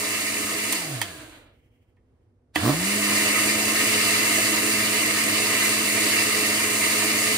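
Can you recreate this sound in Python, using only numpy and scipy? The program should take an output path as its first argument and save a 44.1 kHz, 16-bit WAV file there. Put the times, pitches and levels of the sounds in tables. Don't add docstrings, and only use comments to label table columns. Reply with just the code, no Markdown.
import sys
import numpy as np
from scipy import signal
from scipy.fft import rfft, irfft, next_fast_len
from scipy.io import wavfile
from scipy.ndimage import uniform_filter1d

SR = 44100
rng = np.random.default_rng(int(sys.argv[2]) if len(sys.argv) > 2 else 0)


def generate_wav(signal):
    frames = np.transpose(np.atleast_2d(signal))
    scaled = np.clip(frames, -1, 1) * 32767
    pcm = np.round(scaled).astype(np.int16)
    wavfile.write(sys.argv[1], SR, pcm)


N = 325017
T = np.arange(N) / SR
SIZE = next_fast_len(N + SR)
HZ = np.arange(SIZE // 2 + 1) * SR / SIZE
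PATHS = 3
FULL_HZ, MAINS_HZ = 212, 100

# on/s, off/s, mains hum/dB, roar/dB, shaft hum/dB,
# twice-a-turn hum/dB (base levels)
POWER = [(-.1, .745, -56, -30.5, -45, -49.5), (2.56, 8, -50, -26.5, -39.5, -44)]
CUT_S, RESTART_S = POWER[0][1], POWER[1][0]
# f/Hz, width/Hz, boost/dB
HOUSING = [(309, 50, 4), (600, 36, 2.5), (951, 30, 8.5), (1254, 35, 5.5), (1747, 48, 4), (1845, 36, 4.5),
           (2002, 150, 5), (2152, 120, 4.5), (2365, 82, 9), (2678, 173, 9), (2932, 51, 6), (4900, 200, 3.5),
           (10100, 70, 4.5)]
RESTARTED = T >= RESTART_S
SINCE_RESTART = np.clip(T - RESTART_S, 0, None)


def undb(db):
    return 10 ** (np.asarray(db) / 20)


def over_hz(table):
    hz, value = np.transpose(table)
    return np.interp(np.log(HZ + 1), np.log(hz), value)


def colour(x, spectrum, rings=()):
    boost = undb(sum(db / (1 + (2 * (HZ - f) / width) ** 2) for f, width, db in rings))
    y = irfft(rfft(x, SIZE) * boost * undb(over_hz(spectrum)), SIZE)[..., :N]
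    return y / np.sqrt(np.mean(y ** 2))


def walk(rate):
    hold = int(SR / rate)
    steps = np.repeat(rng.standard_normal(N // hold + 1), hold)
    return uniform_filter1d(uniform_filter1d(steps, hold), hold)[:N]


def fade(t, t60):
    return np.exp(-np.log(1000) * t / t60)


def swell(peak_s, db, rise_s, fall_s):
    return undb(db) * np.exp(np.minimum((T - peak_s) / rise_s, (peak_s - T) / fall_s))


def kitchen():
    # f/Hz, level/dB
    spectrum = [(30, -8), (60, -7.5), (110, -6.5), (173, -23), (260, -17), (450, -23), (600, -28.5),
                (800, -33), (1800, -42), (3000, -49.5), (4500, -53), (12000, -58), (16000, -85)]
    # f/Hz, level/dB
    far_hum = [(247.6, -77), (489.9, -81)]
    hush = undb(-59 + 1.8 * walk(5.2)) * colour(rng.standard_normal((PATHS, N)), spectrum)
    return hush + sum(undb(db + 3 * walk(8.9)) * np.sin(2 * np.pi * f * T) for f, db in far_hum)


def shaft():
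    # t/s, speed/Hz
    spin_up = [(2.575, 73.5), (2.651, 111.8), (2.711, 141.5), (2.805, 179.1), (2.893, 204.6), (3.1, 207),
               (3.4, 212.2), (7.4, 212.5)]
    first_hz, friction_hz, coast_s = 209.2, 30.13, .5
    coasted = np.clip(T - CUT_S, 0, None)
    coast = (first_hz + friction_hz) * np.exp(-coasted / coast_s) - friction_hz
    hz = np.where(RESTARTED, np.interp(T, *np.transpose(spin_up)), np.clip(coast, 1, None))
    halvings = np.log2(FULL_HZ / hz)
    wobble = 1 + 0.01174 * walk(18) + .015 * snag(halvings) * walk(41.8)
    return hz, halvings, 2 * np.pi * np.cumsum(hz * wobble) / SR


def snag(halvings):
    return ~RESTARTED * np.clip(halvings, 0, 2)


def levels(halvings):
    roar_db, hum_db, twice_db = np.array(POWER)[RESTARTED.astype(int), 3:].T
    lumpy = np.exp(-SINCE_RESTART) * RESTARTED
    roar_dip = 14 * np.exp(-SINCE_RESTART / 0.24)
    twice_dip = 7 * np.exp(-(SINCE_RESTART / 0.29) ** 2)
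    roar_db = roar_db + 3 * lumpy - np.where(RESTARTED, roar_dip, 11 * halvings)
    twice_db = twice_db - np.where(RESTARTED, twice_dip, 2 * halvings)
    return roar_db, hum_db + 5 * lumpy, twice_db


def shaft_hum(hz, halvings, angle, bouts):
    # shaft speed/Hz, hum boost/dB
    bounce = [(40, -21), (65, -19), (80, -12), (100, 2.5), (130, 11.5), (170, 1.5), (195, 0), (212, -1)]
    roar_db, hum_db, twice_db = levels(halvings)
    hum_db = hum_db + np.interp(hz, *np.transpose(bounce))
    once = undb(hum_db + 2.1 * walk(12) + 1.5 * snag(halvings) * walk(35)) + undb(-14) * bouts
    twice = undb(twice_db + 1.1 * walk(7.7)) * (0.96 + 0.7 * walk(45))
    twice = twice * np.clip(hz / 73.8, 0, 1) ** 3 + undb(-6.5) * bouts
    whine = undb(roar_db - 22 + 3.5 * walk(12))
    return once * np.sin(angle) + twice * np.sin(2 * angle) + whine * np.sin(5 * angle)


def mains_hum(angle):
    pull = 2 * np.pi * MAINS_HZ * T
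    live = sum(undb(db) * np.clip((T - on) / 0.017, 0, 1) * np.clip((off - T) / .03, 0, 1)
               for on, off, db, *_ in POWER)
    lower = undb(2.1 * walk(25)) * np.sin(angle - pull)
    upper = undb(5) * (0.4 + 1.2 * walk(50)) * np.sin(angle + pull)
    throb = 1 + .03 * (live > 0) * np.cos(pull) + .03 * np.cos(angle)
    return live * (np.sin(pull) + lower + upper), throb


def jar_thrum(lumps, halvings):
    # f/Hz, level/dB
    spectrum = [(30, -36), (60, -18.5), (105, -10), (160, -15.5), (200, -13), (260, -4), (330, 1),
                (380, -10), (500, -5), (560, -12), (670, -2.5), (850, -17), (1100, -40)]
    return undb(-7 + 4 * halvings + 1.16 * walk(40)) * colour(lumps, spectrum, HOUSING)


def fast_roar(lumps):
    # f/Hz, level/dB
    spectrum = [(600, -37), (850, -19), (950, -12), (1200, -5.5), (1500, -11.5), (1790, -4.5), (2050, -2),
                (2400, -8.5), (2900, -6), (3200, -10.5), (4000, -7), (4700, -7), (5600, -13.5),
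                (7000, -37.5)]
    bands = [600, 900, 1300, 1700, 1850, 2020, 2200, 2370, 2650, 2950, 3800, 4750, 7500]
    level = undb(2.5 + .5 * walk(9) + 0.87 * walk(60))
    whole, roar = rfft(colour(lumps, spectrum, HOUSING), SIZE), 0
    for share in np.eye(len(bands)):
        band = irfft(whole * np.interp(HZ, bands, share), SIZE)[:, :N]
        roar = roar + undb(1.6 * walk(45)) * band
    return level * roar


def fan_air(lumps, hz, halvings):
    # f/Hz, level/dB
    # The table also cuts a narrow gap at 11.6 kHz, which is not part of the fan's own sound.
    hiss_with_gap = [(4800, -17.5), (5600, -2.5), (6500, 2.5), (7000, 5), (7500, 0.5), (8200, 6), (9000, 1),
                     (10200, 1), (10900, 3), (11600, -34.5), (12400, 3), (13500, -7.5), (15000, -2.5),
                     (15600, -11.5)]
    stall_hz = 40
    level = np.clip(hz / stall_hz, 0, 1) ** 2 * undb(0.5 - halvings + 0.81 * walk(12))
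    return level * colour(lumps, hiss_with_gap, HOUSING)


def knob():
    # t/s, level/dB, extra for the tick/dB, extra for the low thud/dB, scrape fade/s,
    # extra for the rub/dB, dulling/dB per octave
    clicks = [(0.7248, -26.5, 15, 9, 0.0018, -40, 0), (0.7286, -19.5, -4, 6.5, 0.0046, -40, -1),
              (1.0149, -13.5, -5, -2, 0.0039, -35, 4), (1.0245, -19.5, -5, -1, 0.0047, -35, -2),
              (1.969, -63, -40, -6, .014, -10, 30), (2.5578, -11, -9, -3, 0.0048, -10.5, 2)]
    # f/Hz, level/dB, time to fade 60 dB/s
    rings = [(700, -11, 0.023), (1040, -8, 0.014), (1230, -9, 0.014), (1770, -6.5, 0.014),
             (2020, -1.5, 0.01), (2540, -1, 0.012), (3180, -2, 0.012), (3520, -6, .008),
             (4470, -11, 0.0071)]
    dull_above_hz, strike = 2300, 4.3
    out, t = np.zeros(N + SR), T[:SR // 10]
    tick_band = signal.butter(2, [4300, 13500], "band", fs=SR, output="sos")
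    rub_band = signal.butter(1, [1200, 4500], "band", fs=SR, output="sos")
    tick_fade = np.exp(-t / 0.0041) + 0.2 * np.exp(-t / 0.018)
    for s, db, tick_db, thud_db, scrape_s, rub_db, dull_db in clicks:
        scrape = rng.standard_normal(len(t)) * np.exp(-t / scrape_s) + strike * (t == 0)
        shell = 0
        for k, (f, ring_db, t60) in enumerate(rings):
            gain = undb(ring_db + thud_db * (f < 900) - dull_db * max(np.log2(f / dull_above_hz), 0))
            shell = shell + (-1) ** k * gain * np.sin(2 * np.pi * f * t) * fade(t, t60)
        shell = signal.fftconvolve(shell, scrape)[:len(t)]
        tick = signal.sosfilt(tick_band, rng.standard_normal(len(t)) * tick_fade)
        rub = signal.sosfilt(rub_band, rng.standard_normal(len(t))) * np.exp(-t[::-1] / 0.0038)
        shell, tick, rub = (x / np.abs(x).max() for x in (shell, tick, rub))
        at = int(s * SR)
        out[at - len(t):at] += undb(db + rub_db) * rub
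        out[at:at + len(t)] += undb(db) * (shell + undb(tick_db) * tick)
    return signal.sosfilt(signal.butter(2, 600, "high", fs=SR, output="sos"), out[:N])


def slow_slosh(lumps, halvings):
    # f/Hz, level/dB
    spectrum = [(550, -21.5), (770, -2.5), (950, -9.5), (1280, -4.5), (1600, -4.5), (1900, -5),
                (2350, -3.5), (3600, -4.5), (5400, -8), (6700, -21.5), (8300, -38.5)]
    # f/Hz, width/Hz, boost/dB
    jar = [(780, 45, 8), (1150, 80, 5), (1900, 110, 9.5)]
    whirr = undb(5 + 2 * walk(30)) * colour(lumps, spectrum, jar)
    slowed_time = np.cumsum(1 - .09 * np.clip(halvings, 0, 3)) / SR
    return np.array([np.interp(slowed_time, T, path) for path in whirr])


def rustle():
    # t/s, level/dB, rise/s, fall/s
    swells = [(1.55, -71, .03, 0.19), (1.76, -83, 0.023, 0.082), (2.06, -88, .01, 0.037),
              (2.23, -87, .02, .04)]
    # f/Hz, level/dB
    spectrum = [(1200, -23), (1800, -6), (2200, 0), (2600, -5), (3200, -1), (3600, -22), (6000, -20)]
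    level = sum(swell(*row) for row in swells) * undb(4 * walk(60.3))
    return level * colour(rng.standard_normal((PATHS, N)), spectrum)


def jolt(ring_hz=308):
    return undb(-22) * np.sin(2 * np.pi * ring_hz * SINCE_RESTART) * fade(SINCE_RESTART, t60=0.163)


def chatter_bouts():
    # t/s, level/dB
    bouts = [(2.635, -35.5), (2.657, -23.5), (2.678, -26.5), (2.697, -20.5), (2.732, -27)]
    return sum(swell(s, db, rise_s=0.0144, fall_s=0.0116) for s, db in bouts)


def feet_chatter(angle, bouts):
    # f/Hz, level/dB
    spectrum = [(120, -25), (220, -7), (300, 1.5), (380, -12), (500, -11), (700, -12), (850, -19.5),
                (1100, -13), (1500, -20.5), (3000, -29.5)]
    slaps = np.exp(np.cos(angle) - 1) * rng.standard_normal(N)
    return bouts * colour(slaps, spectrum)


def blender():
    hz, halvings, angle = shaft()
    bouts = chatter_bouts()
    hum = shaft_hum(hz, halvings, angle, bouts)
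    mains, throb = mains_hum(angle)
    low, mid, high = rng.standard_normal((3, PATHS, N)) * undb(0.56 * walk(600)) * throb
    thrum = jar_thrum(low, halvings)
    slow = np.clip(1.5 * (1 - hz / FULL_HZ), 0, 1)
    churn = (1 - slow) * fast_roar(mid) + slow * slow_slosh(mid, halvings)
    air = fan_air(high, hz, halvings)
    start_s, stall_hz = 0.0071, 34
    running = np.clip(np.where(RESTARTED, SINCE_RESTART / start_s, hz / stall_hz), 0, 1)
    shaking = running * np.sqrt(2) * (hum + mains) + feet_chatter(angle, bouts) + jolt()
    roar_db, *_ = levels(halvings)
    return shaking, running * undb(roar_db) * (thrum + churn + air)


def walls(x, t60=0.18):
    t = T[:SR // 2]
    echo = rng.standard_normal((2, len(t))) * fade(t, t60)
    echo = echo / np.sqrt(np.sum(echo ** 2, axis=1, keepdims=True))
    return np.vstack([x, irfft(rfft(x, SIZE) * rfft(echo, SIZE), SIZE)[:, :N]])


def blend(a, b, share):
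    return np.sqrt(1 - share) * a + np.sqrt(share) * b


def ports(paths):
    # f/Hz, share of power
    direct_share = [(60, .95), (300, 0.96), (450, 0.67), (600, 0.66), (800, 0.39), (1300, 0.22), (2000, .3),
                    (4000, .2), (6000, 0.21), (7500, 0.3), (9000, .85), (11500, 1), (14000, 1), (15500, .7)]
    # f/Hz, level/dB
    left_over_right = [(60, -2), (200, 1), (450, -7), (1000, -1), (2400, -1), (4800, -4.5), (6200, -2.5),
                       (8000, 0)]
    direct, *scattered = rfft(paths, SIZE)
    treble_lag_s, bass_lag_cycles = 9.5 / SR, .025
    cycles = treble_lag_s * HZ / (1 + (2200 / (HZ + 1)) ** 4) + bass_lag_cycles / (1 + (HZ / 500) ** 4)
    lag = np.exp(-2j * np.pi * cycles * np.array([[1], [0]]))
    balance = undb(over_hz(left_over_right) * np.array([[.5], [-.5]]))
    heard = blend(np.array(scattered), lag * direct, np.clip(over_hz(direct_share), 0, 1))
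    return irfft(balance * heard, SIZE)[:, :N]


def scene():
    hush = kitchen()
    shaking, roar = blender()
    roar[1:] = blend(roar[1:], walls(roar[0])[1:], 0.25)
    hum = blend(shaking, walls(shaking), np.array([[0], [0.79], [0.79]]))
    clicks = knob()
    clicks = blend(clicks, walls(clicks, t60=0.1), 0.45)
    return ports(roar + hum + clicks + hush + rustle())


def record(dry):
    thin = signal.sosfilt(signal.butter(2, 45, "high", fs=SR, output="sos"), dry)
    return signal.sosfilt(signal.ellip(14, .2, 100, 15700, fs=SR, output="sos"), thin)


dry = scene()
out = record(dry)
generate_wav(out)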